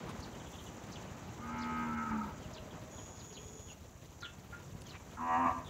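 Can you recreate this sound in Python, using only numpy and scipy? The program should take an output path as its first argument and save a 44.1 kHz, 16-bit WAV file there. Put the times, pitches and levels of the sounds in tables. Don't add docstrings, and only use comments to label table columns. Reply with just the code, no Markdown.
import sys
import numpy as np
from scipy import signal
from scipy.io import wavfile
from scipy.ndimage import uniform_filter1d

SR = 44100
rng = np.random.default_rng(int(sys.argv[2]) if len(sys.argv) > 2 else 0)


def master(y):
    cut = np.clip(np.atleast_2d(y).T, -1, 1)
    pcm = np.round(cut * 32767)
    wavfile.write(sys.argv[1], SR, pcm.astype(np.int16))


N = 250929
TIME = np.arange(N) / SR


def from_db(db):
    return 10 ** (np.asarray(db) / 20)


def rms_one(x):
    return x / np.sqrt(np.mean(x ** 2) + 1e-20)


def in_time(rows, t):
    s, *columns = np.transpose(rows)
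    return [np.interp(t, s, c) for c in columns]


def at_hz(points, hz):
    point_hz, point_db = np.transpose(points)
    return np.interp(np.log(hz), np.log(point_hz), point_db)


def band_pass(x, order, low_hz, high_hz):
    return signal.sosfilt(signal.butter(order, [low_hz, high_hz], "band", fs=SR, output="sos"), x)


def high_pass(x, order, hz):
    return signal.sosfilt(signal.butter(order, hz, "high", fs=SR, output="sos"), x)


def drift(rate_hz, size=N):
    r = np.exp(-40 * np.pi * rate_hz / SR)
    slow = signal.lfilter([1], [1, -2 * r, r * r], rng.standard_normal(size // 20 + 4002))
    settled = rms_one(slow[2000:])[2000:]
    return np.interp(np.arange(size) / 20, np.arange(size // 20 + 2), settled)


def ring(clicks, hz, t60):
    r, w = from_db(-60 / (t60 * SR)), 2 * np.pi * hz / SR
    return signal.lfilter([0, np.sin(w)], [1, -2 * r * np.cos(w), r * r], clicks + 1e-18)


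def train(times, sizes):
    out = np.zeros(N)
    np.add.at(out, np.clip(np.asarray(times) * SR, 0, N - 1).astype(int), sizes)
    return out


SMOOTH_ABOVE_HZ, SMOOTH_SHARE = 7500, 0.54


def rush(spectrum, patchiness):
    out, together = 0, drift(24)
    edges = 25 * 2 ** (np.arange(29) / 3)
    edges = edges[edges < 1.4 * spectrum[-2][0]]
    white = rng.standard_normal((2, N))
    for k, (low, high) in enumerate(zip(edges, edges[1:])):
        band = band_pass(white[k % 2], 2, low, high)
        share = SMOOTH_SHARE if low > SMOOTH_ABOVE_HZ else 1
        flicker_db = patchiness * share * (0.38 * together + 0.27 * drift(41))
        out = out + band * from_db(at_hz(spectrum, np.sqrt(low * high)) + flicker_db)
    return rms_one(out)


# (frequency [Hz], relative density [dB per Hz])
AIR_SPECTRUM = [(24, -35), (40, -2.5), (118, 1.5), (320, -11), (918, -18.5), (1180, -26), (2570, -23.5),
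                (4000, -26), (5050, -29.5), (6820, -41.5), (8550, -37.5), (14800, -31.5), (16000, -44)]
AIR_DB = -55.5


def moving_air():
    return from_db(AIR_DB) * rush(AIR_SPECTRUM, patchiness=7.0)


# (frequency [Hz], relative density [dB per Hz])
ROAD_SPECTRUM = [(24, -41), (40, -13), (161, 0), (334, -7.5), (973, -12), (1460, -17), (5000, -32.5),
                 (6500, -45), (11000, -120)]
# (time [s], road level [dB], insect chorus level [dB])
BACKGROUND = [(0, -45, -66), (.5, -50.5, -61.5), (1.3, -48.5, -64.5), (2.9, -51, -65.5),
              (3.9, -59.5, -67.5), (5.69, -52, -64.5)]


def road():
    return from_db(in_time(BACKGROUND, TIME)[0]) * rush(ROAD_SPECTRUM, patchiness=3.0)


def chorus():
    chance = 5000 * from_db(3.0 * drift(25)) / SR
    clicks = (rng.random(N) < chance) * rng.standard_normal(N)
    return from_db(in_time(BACKGROUND, TIME)[1]) * rms_one(band_pass(clicks, 3, 5650, 7550))


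THUDS_PER_S, THUD_FIRST_S, THUD_DB = 14.09, 0.04276, -55


def engine():
    at = np.arange(THUD_FIRST_S, N / SR, 1 / THUDS_PER_S)
    firings = train(at, from_db(3 * rng.standard_normal(len(at))))
    push = signal.lfilter(np.hanning(300), [1], firings)
    return from_db(THUD_DB) * rms_one(ring(push, 95.0, 0.068) + 0.49 * ring(push, 165.0, 0.047))


# (from [s], to [s], pitch [Hz], level at the crest [dB])
HOOTS = [(2.348, 3.062, 622, -60), (3.19, 3.723, 439, -58)]


def hoots():
    out, air = 0, rng.standard_normal(N)
    for begin, end, hz, level_db in HOOTS:
        swell = np.sqrt(np.clip(4 * (TIME - begin) * (end - TIME) / (end - begin) ** 2, 0, 1))
        out = out + from_db(level_db) * swell * rms_one(ring(air, hz, 0.083))
    return out


# (from [s], to [s])
BUZZ_SPAN = (2.912, 3.726)
# (frequency [Hz], level [dB], t60 of one pass [s])
WING_MODES = [(6760, 0, .013), (6080, -11, .007), (5420, -17, .007), (10700, -21, .009), (3400, -13, .01)]
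BUZZ_DB = -57.5


def bush_cricket():
    groups = np.arange(BUZZ_SPAN[0], BUZZ_SPAN[1], .0172)
    jitter = .0007 * rng.standard_normal((len(groups), 3))
    at = (groups[:, None] + [0, .0052, .0104] + jitter).ravel()
    strikes = train(at, from_db(1.5 * rng.standard_normal(len(at))))
    buzz = sum(from_db(level_db) * rms_one(ring(ring(strikes, hz, t60), hz, t60))
               for hz, level_db, t60 in WING_MODES)
    duty = np.sqrt((BUZZ_SPAN[1] - BUZZ_SPAN[0]) * SR / N)
    return from_db(BUZZ_DB) * duty * rms_one(buzz)


# (time [s], level [dB])
TRILL_LEVEL = [(0, -82), (1.05, -86), (1.2, -110), (3.5, -110), (3.62, -86), (4, -92), (5.69, -80)]


def trill():
    bursts = np.arange(.06, N / SR, 1 / 11.81)
    pulses = train((bursts[:, None] + np.arange(6) / 133).ravel(), 1)
    return from_db(in_time(TRILL_LEVEL, TIME)[0]) * rms_one(ring(pulses, 9220, 0.017))


# (time [s], level before the band filter [dB], fall to 1/e [s])
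SNAPS = [(.092, -49.5, 0.014), (.2, -51, 0.0076), (.8689, -56, .003), (2.837, -54, .003),
         (4.812, -52, .002), (4.819, -43, .002)]
# (from [s], to [s], level before the filter [dB])
BRUSH = (0.48, .68, -68)
# (time [s], length [s], level [dB])
SCUFF = (4.928, 0.051, -51)
# (time [s], peak level [dB])
BUMPS = [(1.332, -42), (1.396, -38), (4.722, -36), (4.75, -30)]


def rustles():
    snaps = sum(from_db(level_db) * (TIME > s) * np.exp(-np.maximum(TIME - s, 0) / fade_s)
                for s, level_db, fade_s in SNAPS)
    snaps = band_pass(snaps * rng.standard_normal(N), 2, 2500, 9000)
    begin, end, brush_db = BRUSH
    brush = (TIME > begin) * (TIME < end) * from_db(brush_db + 3.3 * drift(60))
    brush = high_pass(brush * rng.standard_normal(N), 2, 5500)
    start, length, scuff_db = SCUFF
    swell = np.sin(np.pi * np.clip((TIME - start) / length, 0, 1))
    scuff = from_db(scuff_db) * swell * rms_one(band_pass(rng.standard_normal(N), 3, 300, 2600))
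    bump_s, bump_db = np.transpose(BUMPS)
    return snaps + brush + scuff + ring(train(bump_s, from_db(bump_db)), 148, 0.026)


# (time [s], first pitch [Hz], level [dB])
BUBBLES = [(0.097, 914, -42.5), (0.164, 935, -50), (2.514, 555, -45)]
BUBBLE_S, BUBBLE_RISE = .008, 0.41


def bubbles():
    out, u = np.zeros(N), np.linspace(0, 1, int(BUBBLE_S * SR))
    swell = np.sqrt(np.sin(np.pi * u ** .5).clip(0))
    for s, hz, level_db in BUBBLES:
        tone = np.sin(2 * np.pi * np.cumsum(hz * (1 + BUBBLE_RISE * u)) / SR)
        out[int(s * SR):][:len(u)] += from_db(level_db) * swell * tone
    return out


# (time [s], length [s], first pitch [Hz], last pitch [Hz], level [dB])
SINGLE_GLIDES = [(.075, 0.061, 3680, 3560, -65), (1.072, .022, 3140, 2750, -62),
                 (2.424, 0.037, 3270, 2740, -63.5), (2.566, .012, 3140, 4320, -51),
                 (2.705, 0.025, 3570, 2850, -59.5), (2.974, 0.025, 3720, 2950, -59),
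                 (3.303, .015, 3200, 3090, -60.5), (3.35, 0.013, 3650, 3950, -55),
                 (3.68, .04, 3250, 2570, -58), (4.23, 0.0083, 3360, 4440, -49),
                 (4.852, 0.046, 3400, 2900, -59), (4.919, 0.026, 2900, 2450, -63),
                 (4.948, 0.026, 2125, 2405, -58), (5.642, 0.056, 3830, 3080, -59)]
# (time [s], length [s], first pitch [Hz], last pitch [Hz], level [dB])
WARBLES = [(0.954, 0.021, 3360, 2890, -51), (2.576, 0.016, 3170, 2820, -53.5),
           (3.366, 0.024, 3200, 2760, -53), (4.242, .027, 3606, 2800, -48)]
# (time after the start [s], pitch [Hz])
TWO_ARCHES = [
    [(.002, 3900), (.006, 5650), (.011, 6800), (.015, 5600), (.017, 4500), (.02, 3850)],
    [(.032, 3850), (.039, 4600), (.043, 5700), (.047, 4550), (.053, 4100), (.063, 2700)],
]
# (time [s], stretch in time [ratio], first arch level [dB], second arch level [dB])
ARCH_CALLS = [(.193, .95, -57, -51), (1.579, .99, -56, -52), (3.158, 1.0, -57, -57), (4.859, .96, -52, -53)]
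# (time after the start [s], length [s],
# turn [share of length], first pitch [Hz], turning pitch [Hz], last pitch [Hz], level within the call [dB])
TUMBLE = [(0, 0.016, 0.394, 3900, 6890, 3900, 0), (.016, 0.0113, 0.38, 3680, 4676, 3460, 0)]
DOUBLE_PEEP = [(0, .02, 0.36, 3930, 3370, 2810, 0.13), (.019, 0.0153, 0.38, 4320, 3410, 2670, -1)]
# (time [s], level [dB], stretch in time [ratio])
TUMBLE_CALLS = [(0.918, -52, 0.93), (2.529, -53, 1.07), (3.326, -55.5, 1.05), (4.205, -54, 0.83)]
DOUBLE_CALLS = [(.325, -62, 0.81), (.396, -61.5, 0.88), (0.456, -57.5, 0.97), (.528, -57.5, 0.98),
                (.583, -57, 0.93), (.66, -58.5, 0.8)]
WARBLE_HZ, WARBLES_PER_S = 314, 141
DULLING_DB = -2.5


def bird_notes():
    notes = [(s, [0, length], [a, b], level_db, 0) for s, length, a, b, level_db in SINGLE_GLIDES]
    notes += [(s, [0, length], [a, b], level_db, WARBLE_HZ) for s, length, a, b, level_db in WARBLES]
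    for s, stretch, *levels in ARCH_CALLS:
        for level_db, path in zip(levels, TWO_ARCHES):
            times, path_hz = np.transpose(path)
            notes.append((s, stretch * times, path_hz, level_db, 0))
    for strokes, calls in [(TUMBLE, TUMBLE_CALLS), (DOUBLE_PEEP, DOUBLE_CALLS)]:
        for s, level_db, stretch in calls:
            for late, length, turn, *glide_hz, stroke_db in strokes:
                times = stretch * (late + length * np.array([0, turn, 1]))
                notes.append((s, times, glide_hz, level_db + stroke_db, 0))
    return notes


def birds():
    out = np.zeros(N)
    hoarse = 1 + .12 * drift(70) + .42 * drift(300)
    quaver = 1 + .035 * drift(250)
    for start, times, path_hz, level_db, shake_hz in bird_notes():
        first, length = int((start + times[0]) * SR), times[-1] - times[0]
        u = np.linspace(0, 1, int(length * SR))[:N - first]
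        hz = np.interp(times[0] + length * u, times, path_hz)
        hz = hz + shake_hz * np.sin(2 * np.pi * WARBLES_PER_S * length * u)
        hz = hz * quaver[first:][:len(u)]
        loud = from_db(level_db + 3 + DULLING_DB * np.log2(hz / 3000))
        swell = np.sin(np.pi * u) ** .5
        out[first:][:len(u)] += loud * swell * np.sin(2 * np.pi * np.cumsum(hz) / SR)
    return out * hoarse


# (time [s], level [dB], overtone against the note [dB])
PLUCKS = [(4.224, -44, -14), (4.524, -46, -27)]
# (frequency [Hz], t60 of the breath in it [s])
PLUCK_MODES = [(1408, 0.064), (2660, .04)]
PLUCK_HOLD_S, PLUCK_T60_S = 0.022, 0.21


def small_frog():
    out, air = 0, rng.standard_normal(N)
    for s, level_db, overtone_db in PLUCKS:
        for (hz, t60), late, share_db in zip(PLUCK_MODES, [0, .042], [0, overtone_db]):
            age = np.maximum(TIME - s - late, 0)
            fall = from_db(-60 * np.maximum(age - PLUCK_HOLD_S, 0) / PLUCK_T60_S)
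            throb = 1 - .4 * np.cos(2 * np.pi * 58 * age)
            push = np.tanh(age / .005) * fall * throb
            tone = np.sin(2 * np.pi * hz * TIME) + .15 * rms_one(ring(air, hz, t60))
            out = out + from_db(level_db + share_db) * push * tone
        puff = (TIME > s) * from_db(-60 * np.maximum(TIME - s, 0) / 0.35)
        out = out + from_db(level_db - 7.0) * puff * rms_one(ring(air, 1620, 0.0047))
    return out


# (start [s], held pitch [Hz], rise time [s],
# sag after one second [Hz], pitch jumps at [s], jump [Hz], voice breaks at [s],
# throat resonance that opens after the break [Hz], its height [dB], resting centre of the mouth resonance [Hz],
# resonance heard as the mouth first opens [Hz], its height [dB])
GROAN_FAR = (1.38, 79.7, .07, 17.5, 2, 0.345, 2.02, 880, 3.7, 1270, 1210, 3)
GROAN_NEAR = (5.162, 83.4, 0.0375, 170, 5.35, 3.9, 5.42, 660, 14, 1013, 1345, 21)
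# (time [s], chest level [dB], mouth level [dB], centre of the mouth resonance [Hz])
EFFORT_FAR = [(1.38, -57, -54, 1240), (1.47, -48.5, -46, 1200), (1.532, -44.5, -45, 1320),
              (1.834, -41.5, -40.5, 1256), (1.904, -39.5, -44, 1310), (1.992, -39.5, -39, 1300),
              (2.036, -47.5, -42.5, 1308), (2.142, -35, -41.5, 1270), (2.272, -48, -47, 1278),
              (2.34, -67, -56, 1260)]
EFFORT_NEAR = [(5.162, -62, -67, 955), (5.173, -57, -45, 920), (5.214, -44, -41, 996),
               (5.342, -47.5, -30.5, 1040), (5.39, -40, -32.5, 950), (5.465, -37, -30.5, 1023),
               (5.512, -46, -33.5, 1030), (5.534, -56, -47, 1020)]
# (frequency [Hz], relative level [dB])
MOUTH_FAR = [(500, -20.5), (790, -23), (865, -2.5), (950, -4), (1020, -11), (1185, -13), (1270, 7.5),
             (1380, -12), (1550, -5.5), (1670, -16.5), (2040, -14.5), (2145, -5), (2220, -21),
             (2310, -13.5), (2600, -23.5), (3100, -20)]
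MOUTH_NEAR = [(420, -14.5), (580, -19.5), (750, -4.5), (870, -8.5), (990, 2.5), (1170, -1.5), (1330, -20.5),
              (1580, -17.5), (1660, -11.5), (1750, -23), (1900, -12.5), (2000, -24), (2580, -24),
              (2890, -27.5), (3200, -64)]
CHEST_LINES = [-12, -12.5, 4, -9, -19]
SCOOP_HZ, SAG_POWER, JUMP_S = 7, 3.5, 0.047
CLEAR, ONSET_ROUGH, BROKEN = .015, .2, .45
ROUGHEN_S, BREAK_S = .1, .05
THROAT_OCTAVES, OPENING_S = 0.11, 0.059
HIGHS_DB_PER_HZ = 1
PHASE_SPREAD = 1.0
PHASE_WANDER = .55


def groan(call, effort, mouth, waver):
    (start, held_hz, rise_s, sag_hz, jump_s, jump_hz, break_s,
     throat_hz, throat_db, rest_hz, first_hz, first_db) = call
    out, first = np.zeros(N), int(start * SR)
    t = np.arange(first, min(N, int(effort[-1][0] * SR))) / SR
    age = np.maximum(t - start, 0)
    pitch = held_hz - SCOOP_HZ * np.exp(-age / rise_s) - sag_hz * age ** SAG_POWER
    pitch = pitch + jump_hz * np.clip((t - jump_s) / JUMP_S, 0, 1)
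    phase = 2 * np.pi * np.cumsum(pitch) / SR
    rough = np.interp(t, [start, start + ROUGHEN_S, break_s, break_s + BREAK_S],
                      [ONSET_ROUGH, CLEAR, CLEAR, BROKEN])
    broken = np.clip((t - break_s) / BREAK_S, 0, 1)
    chest_db, mouth_db, mouth_hz = in_time(effort, t)
    parts = [0, 0]
    for k in range(1, 39):
        upper, hz = int(k > 5), k * pitch
        smear = np.sqrt(1 - rough) + np.sqrt(rough) * min(k / 9, 1) * drift(44, size=len(t))
        if upper:
            opening = 0.19 * (mouth_db - mouth_db.max()) * np.maximum(np.log2(hz / 1300), 0)
            fading = HIGHS_DB_PER_HZ * np.clip(held_hz - pitch, 0, 4) * (k * held_hz > 1800)
            throat = throat_db * broken * np.exp(-(np.log2(hz / throat_hz) / THROAT_OCTAVES) ** 2)
            from_first = (np.log2(hz / first_hz) / THROAT_OCTAVES) ** 2
            first_open = first_db * np.exp(-(age / OPENING_S) ** 2 - from_first)
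            shift = (rest_hz / mouth_hz) ** np.exp(-(np.log2(hz / rest_hz) / .25) ** 4)
            level = at_hz(mouth, hz * shift) + opening - fading + throat + first_open
        else:
            level = CHEST_LINES[k - 1]
        level = level + (upper + 0.53) * waver * drift(8.5, size=len(t))
        turn = PHASE_SPREAD * rng.standard_normal() + upper * PHASE_WANDER * drift(2.44, size=len(t))
        parts[upper] = parts[upper] + from_db(level) * smear * np.cos(k * phase + turn)
    chest, voice = [p / np.sqrt(uniform_filter1d(p ** 2, 4000)) for p in parts]
    fade = np.clip(np.minimum(t - t[0], t[-1] - t) / 0.014, 0, 1)
    out[first:first + len(t)] = fade * (from_db(chest_db) * chest + from_db(mouth_db) * voice)
    return out


def outdoors(x, t60):
    t = np.arange(int(.5 * SR)) / SR
    tail = rng.standard_normal(len(t)) * from_db(-60 * t / t60) * (t > .006)
    return signal.fftconvolve(x, tail / np.sqrt(np.sum(tail ** 2)))[:N]


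BANK_ECHO_S, BANK_ECHO_DB = .1, -13


def bank_echo(near):
    back = np.r_[np.zeros(int(BANK_ECHO_S * SR)), near][:N]
    return from_db(BANK_ECHO_DB) * outdoors(back, t60=0.064)


HISS_SIDE_DB = -76


def scene():
    background = moving_air() + road() + chorus() + engine() + hoots()
    small_sounds = bush_cricket() + trill() + rustles() + bubbles()
    songs = birds()
    songs = songs + from_db(-7) * outdoors(songs, t60=.07)
    near = groan(GROAN_NEAR, EFFORT_NEAR, MOUTH_NEAR, waver=1.5)
    groans = near + groan(GROAN_FAR, EFFORT_FAR, MOUTH_FAR, waver=1.2)
    echoes = from_db(-10) * outdoors(groans, t60=.55) + bank_echo(near)
    echoes = echoes + from_db(-9.0) * outdoors(songs, t60=0.29)
    mid = background + small_sounds + songs + small_frog() + groans + echoes
    side = from_db(HISS_SIDE_DB) * high_pass(rng.standard_normal(N), 2, 9000)
    return np.array([mid + side, mid - side])


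CUTOFF_HZ = 15740


def record(dry):
    out = high_pass(dry, 4, 42)
    return signal.sosfilt(signal.ellip(12, .5, 60, CUTOFF_HZ, fs=SR, output="sos"), out)


dry = scene()
out = record(dry)
master(out)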